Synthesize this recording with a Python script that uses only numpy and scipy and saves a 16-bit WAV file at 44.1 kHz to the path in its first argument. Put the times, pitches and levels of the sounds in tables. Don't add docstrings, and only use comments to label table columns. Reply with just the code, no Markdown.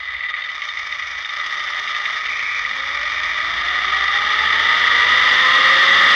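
import sys
import numpy as np
from scipy import signal
from scipy.fft import rfft, irfft
from scipy.io import wavfile
from scipy.ndimage import uniform_filter1d, minimum_filter1d

SR = 44100
rng = np.random.default_rng(int(sys.argv[2]) if len(sys.argv) > 2 else 0)


def output_pcm(signal):
    pcm = np.clip(np.atleast_2d(signal).T, -1, 1) * 32767
    wavfile.write(sys.argv[1], SR, np.round(pcm).astype(np.int16))


N = 271215
TIME = np.arange(N) / SR
STRANDS_PER_TWIST = 6


def amp(db):
    return 10 ** (np.asarray(db) / 20)


def unit(x):
    return x / np.sqrt(np.mean(x ** 2) + 1e-20)


def steady(x):
    return x / np.sqrt(uniform_filter1d(x ** 2, size=6000))


def noise(spectrum):
    hz, db = np.transpose(spectrum)
    gain = amp(np.interp(np.log(np.fft.rfftfreq(N, 1 / SR) + 1), np.log(hz), db))
    return unit(irfft(rfft(rng.standard_normal(N)) * gain, N))


def drift(hz):
    gain = np.exp(-(np.fft.rfftfreq(N, 1 / SR) / hz) ** 2)
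    return unit(irfft(rfft(rng.standard_normal(N)) * gain, N))


def ring(force, modes, damping_hz=7600):
    bins = np.fft.rfftfreq(4096, 1 / SR)
    power = sum(amp(db) ** 2 / (1 + (2 * (bins - hz) / width) ** 2) ** 2 for hz, width, db in modes)
    power = power / (1 + (bins / damping_hz) ** 6)
    cepstrum = irfft(np.log(power + 1e-12) / 2)
    cepstrum[1:len(bins) - 1] *= 2
    cepstrum[len(bins):] = 0
    response = irfft(np.exp(rfft(cepstrum)))
    return signal.oaconvolve(force, response / np.linalg.norm(response))[:len(force)]


def grown(speed, rest_db, full_db, power):
    return rest_db + (full_db - rest_db) * speed ** power


def stretch(start, end, edge_s):
    return np.clip(np.minimum(TIME - start, end - TIME) / edge_s + .5, 0, 1)


def lifts(rows, edge_s):
    return sum(db * stretch(start, end, edge_s) for start, end, db, *_ in rows)


def add(mix, start_s, sound):
    part = mix[round(start_s * SR):][:len(sound)]
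    part += sound[:len(part)]


def wheel_pressure(strands, speed, jolt_s=.006):
    slowness = np.clip(1.12 - 1.02 * speed, 0, 2)
    kicks = (rng.random(N) < (110 + 160 * speed) / SR) * rng.uniform(0.2, 1.5, N)
    jolts = signal.lfilter([1], [1, -np.exp(-1 / (jolt_s * SR))], kicks)
    twist_beat = np.cos(2 * np.pi * strands / STRANDS_PER_TWIST)
    return amp(slowness * (3.0 * np.minimum(jolts, 2.5) + 1.36 * twist_beat))


def rolling(speed, spread_db=3.5, scrape=0.59):
    struck = rng.random(N) < (900 + 5500 * speed ** 2) / SR
    ticks = struck * rng.choice([-1, 1], N) * amp(spread_db * np.minimum(rng.exponential(1, N), 3.2))
    return unit(ticks) + scrape * rng.standard_normal(N)


def contact_forces(strands, speed, buzz=0.037, hardness=0.57):
    pressure = wheel_pressure(strands, speed)
    contact = pressure * rolling(speed)
    phase = 2 * np.pi * (strands + 0.025 * drift(22))
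    ridges = buzz * sum(np.sin(k * phase) * (1 + .5 * drift(11)) for k in range(3, 10))
    force = steady(contact) * amp(-0.5 * (2 - speed))
    return force + ridges, steady(contact * pressure ** hardness)


# pitch in Hz, width in Hz, relative level in dB.
HANGER_MODES = [(603.4, 67, -19.5), (814, 390, -25), (915, 230, -21), (1229.7, 125, 1), (1309, 276, -10.5)]
PLATE_MODES = [(1837, 238, -2.5), (1952, 220, 3), (2826, 320, -13), (3220, 800, -11.5), (3370, 283, -10.5),
               (3592, 280, -7.5), (4250, 300, -21), (4760, 380, -23)]
WHEEL_MODES = [(2262, 306, -9.5)]
WIRE_MODES = [(4876, 150, 1.5), (5290, 650, 0.5), (5806, 530, -0.5), (6360, 250, -7), (7000, 500, -25.5),
              (9300, 2900, -46.5)]
CLANG_MODES = [(1212.6, 80, -13.5), (1985, 127, 1), (2160, 110, -5.5), (2285, 450, -14.5), (2740, 110, -17),
               (3060, 230, -15.5), (3644, 140, -8.5), (4260, 220, -25), (4700, 180, -27),
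               (6360, 160, -32.5), (2830, 540, -32.5)]
THIN_SCRAPE_MODES = [(7650, 1100, -1), (8900, 420, 9.5), (9700, 800, 0.5), (11600, 1000, -11)]
# start and end in seconds, rattle lift in dB, thin scrape level in dB.
HARSH_SCRAPES = [(1.367, 2.21, 3, -70.5)]
# start and end in seconds, lift in dB.
WHEEL_RING_OUTS = [(0.643, 1.25, 6.5), (2.212, 2.68, 14.5), (2.78, 3.45, 9)]


def trolley_rattle(strands, speed, scrape_db, ring_out_db):
    force, hard_force = contact_forces(strands, speed)
    starting = np.clip(1 - (TIME - 0.35) / 0.27, 0, 1)
    loose = np.clip(0.42 * (1 - speed), 0, 1)
    hanger = amp(grown(speed, -39.5, -17, power=1.054)) * ring(force, HANGER_MODES)
    plate_ring = (1 - loose) * ring(force, PLATE_MODES) + loose * ring(force, CLANG_MODES)
    plates = amp(grown(speed, -29.5, -10, power=1.62)) * plate_ring
    plates += amp(-36) * starting * ring(force, [(2020, 110, 0.0086)])
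    wheels = amp(grown(speed, -44, -29, power=1.41) + ring_out_db) * ring(force, WHEEL_MODES)
    wires_db = grown(speed, -47.5, -34, power=2.63) + 0.22 * ring_out_db
    wires_db -= 9 * starting
    wires = amp(wires_db) * ring(hard_force, WIRE_MODES, damping_hz=10900)
    body = amp(scrape_db - 0.04 * ring_out_db) * (hanger + plates + wires)
    scrape_gain = sum(amp(db) * stretch(start, end, edge_s=.3) for start, end, _, db in HARSH_SCRAPES)
    return body + wheels + scrape_gain * ring(hard_force, THIN_SCRAPE_MODES, damping_hz=14000)


# multiple of the strand rate, base level at full speed in dB,
# rise in dB per doubling of the speed.
WHINE_PARTIALS = [(1, -42, 17), (2, -35.5, 17.5)]
# centre in Hz, width in Hz, lift in dB.
HANGER_SWELLS = [(570, 80, 7.5), (880, 88, 3), (1130, 200, 6.5)]


def cable_whine(strands, strand_hz, speed, scrape_db, ring_out_db, flutter_db=2.5, wander_db=1.1):
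    phase = 2 * np.pi * (strands + 0.046 * drift(30))
    tones = 0
    for multiple, full_db, rise_db in WHINE_PARTIALS:
        k = round(multiple)
        swell_db = sum(db / (1 + (2 * (k * strand_hz - hz) / width) ** 2)
                       for hz, width, db in HANGER_SWELLS)
        waver_db = flutter_db * drift(24) + wander_db * drift(1.6)
        tones += amp(full_db + rise_db * np.log2(speed) + swell_db + waver_db) * np.sin(k * phase)
    return np.sqrt(2) * amp(0.89 * scrape_db - 0.4 * ring_out_db) * tones


# frequency in Hz, relative level in dB.
BUFFET_SPECTRUM = [(15, -31.5), (30, -29), (45, -9), (62, 5.5), (80, -2.5), (110, -11.5), (200, -30.5),
                   (600, -72)]
RUSH_SPECTRUM = [(15, -19), (40, -11), (100, -6), (250, -1), (500, 1.5), (1000, -7), (4000, -36.5),
                 (16000, -69.5)]
# start and end in seconds, lift of the buffeting in dB.
WIND_GUSTS = [(0, .25, 6.5), (.78, 1.25, 8), (2.25, 2.75, 7.5), (2.8, 3.65, 9)]


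def wind(speed):
    gust_db = lifts(WIND_GUSTS, edge_s=.12)
    buffet = amp(grown(speed, -64, -56, power=0.89) + gust_db) * noise(BUFFET_SPECTRUM)
    rush = amp(grown(speed, -89, -34.5, power=0.85) + 0.44 * gust_db) * noise(RUSH_SPECTRUM)
    return buffet + rush


# start in seconds, relative strength in dB,
# brightness in dB (-16 is neutral), chatter decay in seconds.
WHEEL_KNOCKS = [(0.1456, -11.5, -23, 0.007), (0.1664, -10, -26, 0.008), (0.2074, -9, -23, 0.01),
                (0.2354, -6.5, -38, 0.007), (0.2592, -14, -21, 0.007), (0.2862, -14.5, -18.5, 0.0063),
                (0.3396, -5, -24, 0.007), (0.347, -14, -27, 0.007), (0.366, -13, -15, 0.0062),
                (0.4194, -14, -11.5, 0.0058), (0.4384, -17, -7.5, 0.0061), (0.489, -15.5, -9.5, 0.007),
                (0.619, -15.5, -6, 0.015), (0.6418, -17, -17, 0.007), (0.6883, -16.5, -4, 0.0056),
                (0.7716, -18, -9, 0.0057), (0.7951, -14, -21, 0.0063), (0.9248, -14, -10, 0.0039),
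                (0.9522, -18, -7, 0.0053), (1.0224, -7.5, -26, 0.007), (1.1508, -26, -3, 0.007),
                (1.2476, -18.5, -7, 0.007), (1.2919, -12, -15, 0.007), (1.4002, -13, -24, 0.0082),
                (1.6034, -14.5, -10, 0.0059), (1.6871, -15, -20, 0.0063), (1.7894, -14, -20, 0.0078),
                (1.8751, -8, -15.5, 0.007), (1.948, -13, -9, 0.0077), (2.055, -4, -17, 0.0082),
                (2.2596, -7.5, -15.5, 0.007), (2.2862, -9, -16.5, 0.009), (2.4038, -6.5, -26, 0.007),
                (2.6504, -2, -35, 0.0042), (3.248, -23, -19, 0.007), (3.8796, -3, -25, 0.007)]


def knocks(chatter_share=1.12, boost_db=9.0, neutral_db=-16, crossover_hz=2550):
    t, dull, sharp = TIME[:2000], np.zeros(N), np.zeros(N)
    for start_s, db, brightness_db, chatter_s in WHEEL_KNOCKS:
        chatter = rng.standard_normal(len(t)) * np.exp(-t / chatter_s)
        force = amp(db + boost_db) * ((t == 0) + chatter_share * chatter / np.linalg.norm(chatter))
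        add(dull, start_s, force)
        add(sharp, start_s, force * amp(0.96 * (brightness_db - neutral_db)))
    lows = signal.lfilter(*signal.butter(4, crossover_hz, "low", fs=SR), dull)
    highs = signal.lfilter(*signal.butter(4, crossover_hz, "high", fs=SR), sharp)
    return ring(lows + highs, CLANG_MODES, damping_hz=6040)


# start in seconds, peak level in dB.
HARDWARE_PINGS = [(.697, -25), (.915, -31), (1.249, -28)]


def pings(hz=3630, attack_s=0.0031, decay_s=0.0081):
    t, out = TIME[:5000], np.zeros(N)
    envelope = (1 - np.exp(-t / attack_s)) * np.exp(-t / decay_s)
    ping = envelope / envelope.max() * np.sin(2 * np.pi * hz * t)
    for start_s, db in HARDWARE_PINGS:
        add(out, start_s, amp(db) * ping)
    return out


# multiple of the twist rate, level in dB against the fundamental.
RIGGING_OVERTONES = [(2, -18), (3, -11)]


def rigging_hum(strands, strand_hz, resonance_hz=64, width_hz=23, level_db=-45.5, skirt=.12):
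    twist_hz = strand_hz / STRANDS_PER_TWIST
    phase = 2 * np.pi * strands / STRANDS_PER_TWIST
    response = skirt + (1 - skirt) / np.sqrt(1 + abs(2 * (twist_hz - resonance_hz) / width_hz) ** 3)
    push = np.minimum(twist_hz / resonance_hz, 1) ** 2.3
    overtones = sum(amp(db) * (1 + .5 * drift(7.6)) * np.sin(round(k) * phase)
                    for k, db in RIGGING_OVERTONES)
    return np.sqrt(2) * amp(level_db + 2.5 * drift(6.5)) * response * push * (np.sin(phase) + overtones)


def bump(start_s=2.70, hz=210, gain_db=-44, swell_s=0.011):
    age = np.maximum(TIME - start_s, 0) / swell_s
    return amp(gain_db) * age ** 2 * np.exp(-age) * np.sin(2 * np.pi * hz * TIME)


# frequency in Hz, relative level in dB.
SIZZLE_SPECTRUM = [(3000, -31), (6500, 3), (8000, 1), (11000, -14), (13500, -15), (15000, -11)]


def sizzle(speed, rattle):
    flare = steady(uniform_filter1d(rattle ** 2, size=150))
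    return amp(grown(speed, -98.5, -48.5, power=1.4)) * flare * noise(SIZZLE_SPECTRUM)


# time in seconds, strands passing per second.
STRAND_RATE = [(0, 92), (1.42, 174), (2.05, 204), (2.4, 235), (3.3, 313), (3.85, 374), (4.36, 427),
               (4.5, 437), (4.68, 458), (5.18, 501), (5.8, 539), (6.15, 565)]


def scene():
    strand_hz = np.interp(TIME, *np.transpose(STRAND_RATE))
    strands = np.cumsum(strand_hz) / SR
    speed = strand_hz / strand_hz.max()
    scrape_db = lifts(HARSH_SCRAPES, edge_s=0.088)
    ring_out_db = lifts(WHEEL_RING_OUTS, edge_s=0.23)
    rattle = trolley_rattle(strands, speed, scrape_db, ring_out_db) + knocks() + pings()
    whine = cable_whine(strands, strand_hz, speed, scrape_db, ring_out_db)
    hum = rigging_hum(strands, strand_hz)
    return (rattle + whine + hum + sizzle(speed, rattle) + bump() + wind(speed))[None]


def record(dry, ceiling=0.56, hiss_db=-83, cutoff_hz=15750):
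    allowed_gain = np.minimum(1, ceiling / (abs(dry) + 1e-9))
    limited = dry * uniform_filter1d(minimum_filter1d(allowed_gain, size=41), size=61)
    out = limited + amp(hiss_db) * rng.standard_normal(dry.shape)
    low_pass = signal.firwin(511, cutoff_hz, window=("kaiser", 9), fs=SR)
    return signal.oaconvolve(out, low_pass[None], "same")


dry = scene()
out = record(dry)
output_pcm(out)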